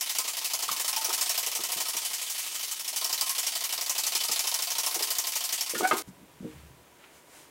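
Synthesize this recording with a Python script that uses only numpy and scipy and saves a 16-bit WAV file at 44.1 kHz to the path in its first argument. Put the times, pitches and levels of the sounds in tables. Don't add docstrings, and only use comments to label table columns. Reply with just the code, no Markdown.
import sys
import numpy as np
from scipy import signal
from scipy.fft import rfft, irfft
from scipy.io import wavfile
from scipy.ndimage import uniform_filter1d

SR = 44100
rng = np.random.default_rng(int(sys.argv[2]) if len(sys.argv) > 2 else 0)


def waveform_to_disk(signal):
    frames = np.transpose(np.atleast_2d(signal))
    scaled = np.clip(frames, -1, 1) * 32767
    samples = np.round(scaled).astype(np.int16)
    wavfile.write(sys.argv[1], SR, samples)


N = 330750

# (frequency [Hz], relative level [dB])
ROOM_EQ = [(30, -16), (70, -18.5), (170, -9), (320, 1), (450, -2.5), (620, -5), (790, -8.5), (1200, -12),
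           (3000, -20.5)]
RUMBLE_EQ = [(25, -21), (50, -18), (72, 5), (90, -10), (140, 2.5), (400, -35.5)]
RUB_EQ = [(200, -26), (600, 2), (1200, 0), (2200, 0), (3500, -4), (5500, -16), (16000, -33)]
HISS_EQ = [(200, -47), (1500, -8), (4500, -3), (7000, 1.5), (10000, -0.5), (15500, -10.5)]
# (frequency [Hz], width [Hz], boost [dB])
ROOM_RINGS = [(970, 74, 10.5)]
# (peak time [s], length [s], level [dB])
RUMBLES = [(6.17, 0.33, -64), (6.6, 0.27, -52.5)]
# (peak time [s], length [s], dull rub [dB], bright hiss [dB])
RUSTLES = [(6.085, 0.023, -66, -56.5), (6.53, .2, -58.5, -65), (7.05, 0.091, -58, -68),
           (7.16, .07, -61.5, -60), (7.38, 0.13, -57.5, -55)]
# (time [s], level [dB], centre [Hz], spread [octaves])
BUMPS = [(6.076, -44, 173, .75), (6.168, -57, 220, .69), (6.215, -50, 246, 0.42), (6.405, -38.5, 202, .5),
         (6.428, -40.5, 270, .9), (6.446, -34, 280, 1), (6.461, -44, 230, 1.2)]
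TICKS = [(7.039, -58.5, 2110, 1.0)]
KNOCKS = [(.689, -27, 1170, 0.33), (.706, -47, 167, 0.58), (.965, -34.5, 893, .1),
          (1.085, -35.5, 525, 0.64), (1.103, -36.5, 1200, 0.61), (1.472, -40.5, 536, 0.31),
          (1.589, -38, 396, 1.4), (1.76, -48.5, 150, 0.85), (1.781, -50, 380, .96),
          (1.946, -43.5, 400, 1.3), (3.297, -41, 1040, 0.042), (4.15, -48.5, 310, .7),
          (4.293, -36.5, 495, 1.35), (4.962, -37, 464, 0.78), (5.006, -36, 550, 0.71),
          (5.736, -33, 423, 0.37), (5.749, -31.5, 1610, 0.18), (5.753, -34.5, 265, 0.89),
          (5.797, -33.5, 352, 0.42), (5.807, -26, 453, 1.13), (5.829, -32, 328, 0.68),
          (5.911, -16.5, 1150, 1.62), (5.922, -21.5, 1130, 1.05), (5.928, -28.5, 320, 0.49)]
# (frequency [Hz], relative level [dB], t60 [s])
BUMP_MODES = [(76, -16, 0.26), (104, -22, .1), (135, -5, 0.16), (186.7, 0.5, 0.17), (208, -6, 0.11),
              (258, -4.5, 0.17), (310, -7.5, 0.35), (368, -3, .1), (460, -6.5, 0.34), (520, -5, 0.14)]
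TANK_MODES = [(135, -19, 0.063), (186, -8, 0.048), (236, -15.5, 0.18), (317.7, -7, 0.27), (350, 3.5, 0.097),
              (400, -2, 0.15), (455, 8, 0.048), (637, -1.5, 0.11), (820, 11, 0.037), (909, 1, 0.2),
              (1056, -2, 0.22), (1120, -3, 0.29), (1244, 22.5, 0.031), (1418, -3, 0.18), (1660, -10, 0.038),
              (1820, -2, 0.11), (2130, 8.5, 0.059), (2640, 5, 0.048), (3200, 1, 0.031)]
SQUEAK_HARMONICS = [3, -1, -8, -27]

# (frequency [Hz], relative level [dB])
SLAM_EQ = [(400, -23), (1500, -12), (3700, -17), (5200, 0), (8000, 0), (12000, -2.5), (15500, 1.5)]
SPRAY_EQ = [(300, -40.5), (800, -9.5), (1600, -9), (2300, -2), (3800, -2), (5500, 1), (7500, 1),
            (11000, -1.5), (15500, -5.5)]
WALL_EQ = [(60, -26), (150, -56), (300, -9.5), (500, -9), (700, 1.5), (1000, -4), (1300, -3), (1650, -27),
           (3000, -19), (8000, -37)]
# (frequency [Hz], relative level [dB])
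NEAR_END_EQ = [(1500, 4), (3500, 7), (5300, 3.5), (6800, 1), (10000, 1.5)]
# (frequency [Hz], width [Hz], gain [dB])
SPRAY_RINGS = [(1902, 36, 6.5), (2440, 40, -1.5), (3030, 70, 6.5), (3300, 130, 0), (4520, 31, -1),
               (4670, 30, 6), (6440, 49, 2.5)]
WALL_RINGS = [(477, 31, 8.5), (698, 130, 3), (790, 14, -18), (926, 43, 10.5), (1049, 42, 14),
              (1270, 20, 10), (1480, 12, -5)]
# (time [s], strokes done [count])
PACE = [(.009, 0), (.093, 1), (.368, 4), (.444, 5), (.713, 8), (1.376, 16), (1.636, 19), (2.461, 29),
        (3.293, 39), (3.81, 45), (4.235, 50), (4.47, 53), (4.541, 54), (5.184, 62), (5.778, 69),
        (5.966, 71)]
# (time [s], effort [dB])
EFFORT = [(0, -2.5), (.17, 1), (.3, -1.5), (.7, 0.5), (.95, 1.5), (1.45, 0.5), (1.75, -1), (2.05, -0.5),
          (2.2, -3), (2.55, -4), (2.84, -5.5), (3.0, 0.45), (3.7, -0.5), (4.5, .7), (4.7, -0.5), (4.9, .5),
          (5.5, -1), (5.9, -4.5)]
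# (time [s], aim [dB])
AIM = [(0, -6), (1.1, -1.5), (1.9, -5), (2.35, -12), (2.7, -9.5), (2.86, -2), (3.05, -1.5), (3.5, -2.5),
       (4.15, 0), (4.4, -1), (5.55, -1.5), (5.9, -7.5)]
# (time [s], extra slam [dB])
SLAM_ACCENTS = [(.009, 8), (.186, 9), (.444, 4), (1.636, 5.5), (1.967, 6.5), (3.046, 4.5), (3.128, 3),
                (3.211, 5), (3.978, 2), (4.151, 3), (4.393, 3.5), (4.622, 3.5), (4.865, 2), (5.185, 5),
                (5.608, 7.5)]

FAR_LANDING_DB, NEAR_LANDING_DB = (-24.5, -27.5, -42), (-28, -32.5, -45)
PER_EFFORT, PER_AIM = (1, 0.92, 1.5), (1, 0, .2)
LANDING_SCATTER_DB = (1.98, 0.76, 1.75)
CUT_S = 6.023


def undb(db):
    return 10 ** (np.asarray(db) / 20)


def unit(x):
    return x / np.sqrt(np.mean(x ** 2))


def at(curve, times):
    return np.interp(times, *np.transpose(curve))


def add(track, time_s, sound):
    start = max(int(time_s * SR), 0)
    track[start:start + len(sound)] += sound[:max(N - start, 0)]


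def high_pass(x, hz):
    return signal.sosfilt(signal.butter(3, hz, "high", fs=SR, output="sos"), x)


def colour(x, eq, rings=(), size=8192):
    f = np.maximum(np.arange(size // 2 + 1) * SR / size, 1)
    hz, db = np.array(eq, float).T
    db = np.interp(np.log(f), np.log(hz), db)
    for centre, width, peak_db in rings:
        db = db + peak_db / (1 + (2 * (f - centre) / width) ** 2)
    cepstrum = irfft(np.log(undb(db)))
    cepstrum[1:size // 2] *= 2
    cepstrum[size // 2 + 1:] = 0
    response = irfft(np.exp(rfft(cepstrum)))
    return signal.fftconvolve(x, response / np.linalg.norm(response))[:N]


def swells(rows, column, rest_db):
    t = np.arange(N) / SR
    bells = (undb(2 * row[column]) * np.exp(-(2 * (t - row[0]) / row[1]) ** 2) for row in rows)
    return undb(2 * rest_db) + sum(bells)


def bursts(times, levels_db, rise, hold, t60):
    t = np.arange(SR // 3) / SR
    shape = (1 - np.exp(-t / rise)) * undb(-60 * np.maximum(t - hold, 0) / t60)
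    power = np.zeros(N)
    for time_s, db in zip(times, levels_db):
        add(power, time_s, (undb(db) * shape) ** 2)
    return power


def impacts(power, per_s, scatter_db):
    chance = np.clip(per_s / SR * np.sqrt(power / power.mean()), 1e-4, 1)
    sizes = unit(rng.choice([-1, 1], N) * undb(scatter_db * np.clip(rng.standard_normal(N), -2, 2)))
    return (rng.random(N) < chance) * sizes * np.sqrt(power / chance)


def strikes(rows, modes, contact_s, scuff_db, scuff_t60):
    t = np.arange(SR // 2) / SR
    f = np.maximum(np.fft.rfftfreq(len(t), 1 / SR), 1)
    hz, mode_db, t60 = np.array(modes, float).T[:, :, None]
    track = np.zeros(N)
    for time_s, db, centre, spread in rows:
        def favour(at_hz):
            return 1 / (1 + (np.log2(at_hz / centre) / spread) ** 4)
        detune, phase = rng.standard_normal((2, len(hz), 1))
        partials = np.sin(2 * np.pi * (hz * (1 + 0.011 * detune) * t + phase))
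        ring = np.sum(favour(hz) * undb(mode_db - 60 * t / t60) * partials, axis=0)
        ring /= np.sqrt(np.mean(ring[:SR // 100] ** 2))
        noise = unit(irfft(rfft(rng.standard_normal(len(t))) * favour(f) / np.sqrt(f)))
        scuff = noise * undb(scuff_db - 60 * t / scuff_t60)
        add(track, time_s, undb(db) * (ring + scuff) * (1 - np.exp(-t / contact_s)))
    return track


def room_tone():
    return colour(rng.standard_normal(N), ROOM_EQ, ROOM_RINGS)


def tile_reverb(x, t60, wet_db, predelay_s):
    t = np.arange(SR // 2) / SR
    tail = rng.standard_normal(len(t)) * undb(-60 * t / t60) * (t > predelay_s)
    wet = signal.fftconvolve(x, tail / np.linalg.norm(tail))[:N]
    return (x + undb(wet_db) * wet) / np.sqrt(1 + undb(2 * wet_db))


def handling():
    bumps = strikes(BUMPS, BUMP_MODES, contact_s=0.00091, scuff_db=-21, scuff_t60=0.075)
    rumble_power = swells(RUMBLES, column=2, rest_db=-71.5)
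    rumble = colour(rng.standard_normal(N), RUMBLE_EQ) * np.sqrt(rumble_power)
    rub = impacts(swells(RUSTLES, column=2, rest_db=-63), per_s=4000, scatter_db=2)
    hiss = impacts(swells(RUSTLES, column=3, rest_db=-67), per_s=22000, scatter_db=6)
    tick = strikes(TICKS, TANK_MODES, contact_s=.0004, scuff_db=9, scuff_t60=0.059)
    return bumps + rumble + colour(rub, RUB_EQ) + colour(hiss, HISS_EQ) + tick


def hand_knocks():
    return strikes(KNOCKS, TANK_MODES, contact_s=0.0013, scuff_db=-5, scuff_t60=0.1)


def hand_squeak(peak_s=5.853, length_s=0.026, level_db=-18.5, pitch_hz=751, rise_hz_per_s=1400):
    t = np.arange(N) / SR - peak_s
    wobble = unit(uniform_filter1d(rng.standard_normal(N), size=60))
    hz = pitch_hz + rise_hz_per_s * np.clip(t, -length_s, length_s)
    phase = 2 * np.pi * np.cumsum(hz * (1 + 0.051 * wobble)) / SR
    tone = sum(undb(db) * np.sin(k * phase) for k, db in enumerate(SQUEAK_HARMONICS, 1))
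    envelope = np.exp(-2 * abs(t) / length_s) * (abs(t) < 2 * length_s)
    return unit(tone) * undb(level_db) * envelope


def grain_slide():
    level_db = -50.5 - 0.98 * at(AIM, np.arange(N) / SR)
    return colour(impacts(undb(2 * level_db), per_s=6000, scatter_db=1.5), SPRAY_EQ, SPRAY_RINGS)


def shimmer(x, depth_db, per_s, bands=18):
    spectrum = rfft(x)
    log_hz = np.log(np.arange(len(spectrum)) * SR / N + 1)
    band_position = np.interp(log_hz, np.log([500, 16000]), [0, bands - 1])
    t = np.arange(N) / SR
    out = np.zeros(N)
    for k in range(bands):
        band = irfft(spectrum * np.maximum(1 - abs(band_position - k), 0), N)
        knots = rng.standard_normal(N // 1000)
        drift = np.interp(t * per_s, np.arange(len(knots)), knots)
        out += band * undb(depth_db * drift)
    return out


def wall_pings(times, levels_db, centre_hz, t60, contact_s=0.0036):
    t = np.arange(SR // 25) / SR
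    track = np.zeros(N)
    for time_s, db in zip(times, levels_db):
        hz = centre_hz * (1 + 0.11 * rng.uniform(-1, 1))
        push = rng.standard_normal(len(t)) * t * np.exp(-t / contact_s)
        mode = np.cos(2 * np.pi * hz * t) * undb(-60 * t / t60)
        ring = signal.fftconvolve(push, mode)[:len(t)]
        add(track, time_s, undb(db) * ring / np.sqrt(np.mean(ring[:SR // 160] ** 2)))
    return high_pass(track, 2050)


def landing_levels(times, mix_db):
    db = np.array(mix_db) + np.outer(at(EFFORT, times), PER_EFFORT) + np.outer(at(AIM, times), PER_AIM)
    db += rng.standard_normal(db.shape) * LANDING_SCATTER_DB
    for accent_s, extra_db in SLAM_ACCENTS:
        db[abs(times - accent_s) < .012, 0] += extra_db
    return db.T


def grain_landings(times, mix_db, ping_hz, ping_t60, ping_db):
    slam_db, spray_db, wall_db = landing_levels(times, mix_db)
    slam = impacts(bursts(times, slam_db, rise=.0004, hold=.002, t60=.022), per_s=2300, scatter_db=3.5)
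    spray = impacts(bursts(times, spray_db, rise=.0013, hold=.019, t60=.13), per_s=4000, scatter_db=0)
    wall = impacts(bursts(times, wall_db, rise=.0009, hold=.014, t60=.072), per_s=900, scatter_db=2.5)
    ping = wall_pings(times, slam_db + ping_db + at(AIM, times), ping_hz, ping_t60)
    attack = colour(slam, SLAM_EQ) + ping
    return attack + colour(spray, SPRAY_EQ, SPRAY_RINGS) + colour(wall, WALL_EQ, WALL_RINGS)


def shaken_grains(return_share=.605, jitter_s=.0015):
    times, strokes = np.transpose(PACE)
    far_s = np.interp(np.arange(strokes[-1] + 1), strokes, times)
    near_s = far_s[:-1] + return_share * np.diff(far_s) + jitter_s * rng.standard_normal(len(far_s) - 1)
    far_end = grain_landings(far_s, FAR_LANDING_DB, ping_hz=5450, ping_t60=0.005, ping_db=-4)
    near_end = grain_landings(near_s, NEAR_LANDING_DB, ping_hz=5130, ping_t60=0.0021, ping_db=-5.5)
    return shimmer(far_end + colour(near_end, NEAR_END_EQ) + grain_slide(), depth_db=1.64, per_s=28)


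def scene():
    tank = high_pass(shaken_grains() + hand_knocks() + hand_squeak(), 102)
    tank = tile_reverb(tank, t60=.45, wet_db=-10, predelay_s=.005)
    foley = handling()
    room = room_tone()
    shaking = np.arange(N) / SR < CUT_S
    return np.where(shaking, tank + undb(-63) * room, foley + undb(-58.5) * room)[None]


def record(dry, top_hz=15850):
    return signal.sosfilt(signal.ellip(14, .2, 70, top_hz, fs=SR, output="sos"), dry)


dry = scene()
out = record(dry)
waveform_to_disk(out)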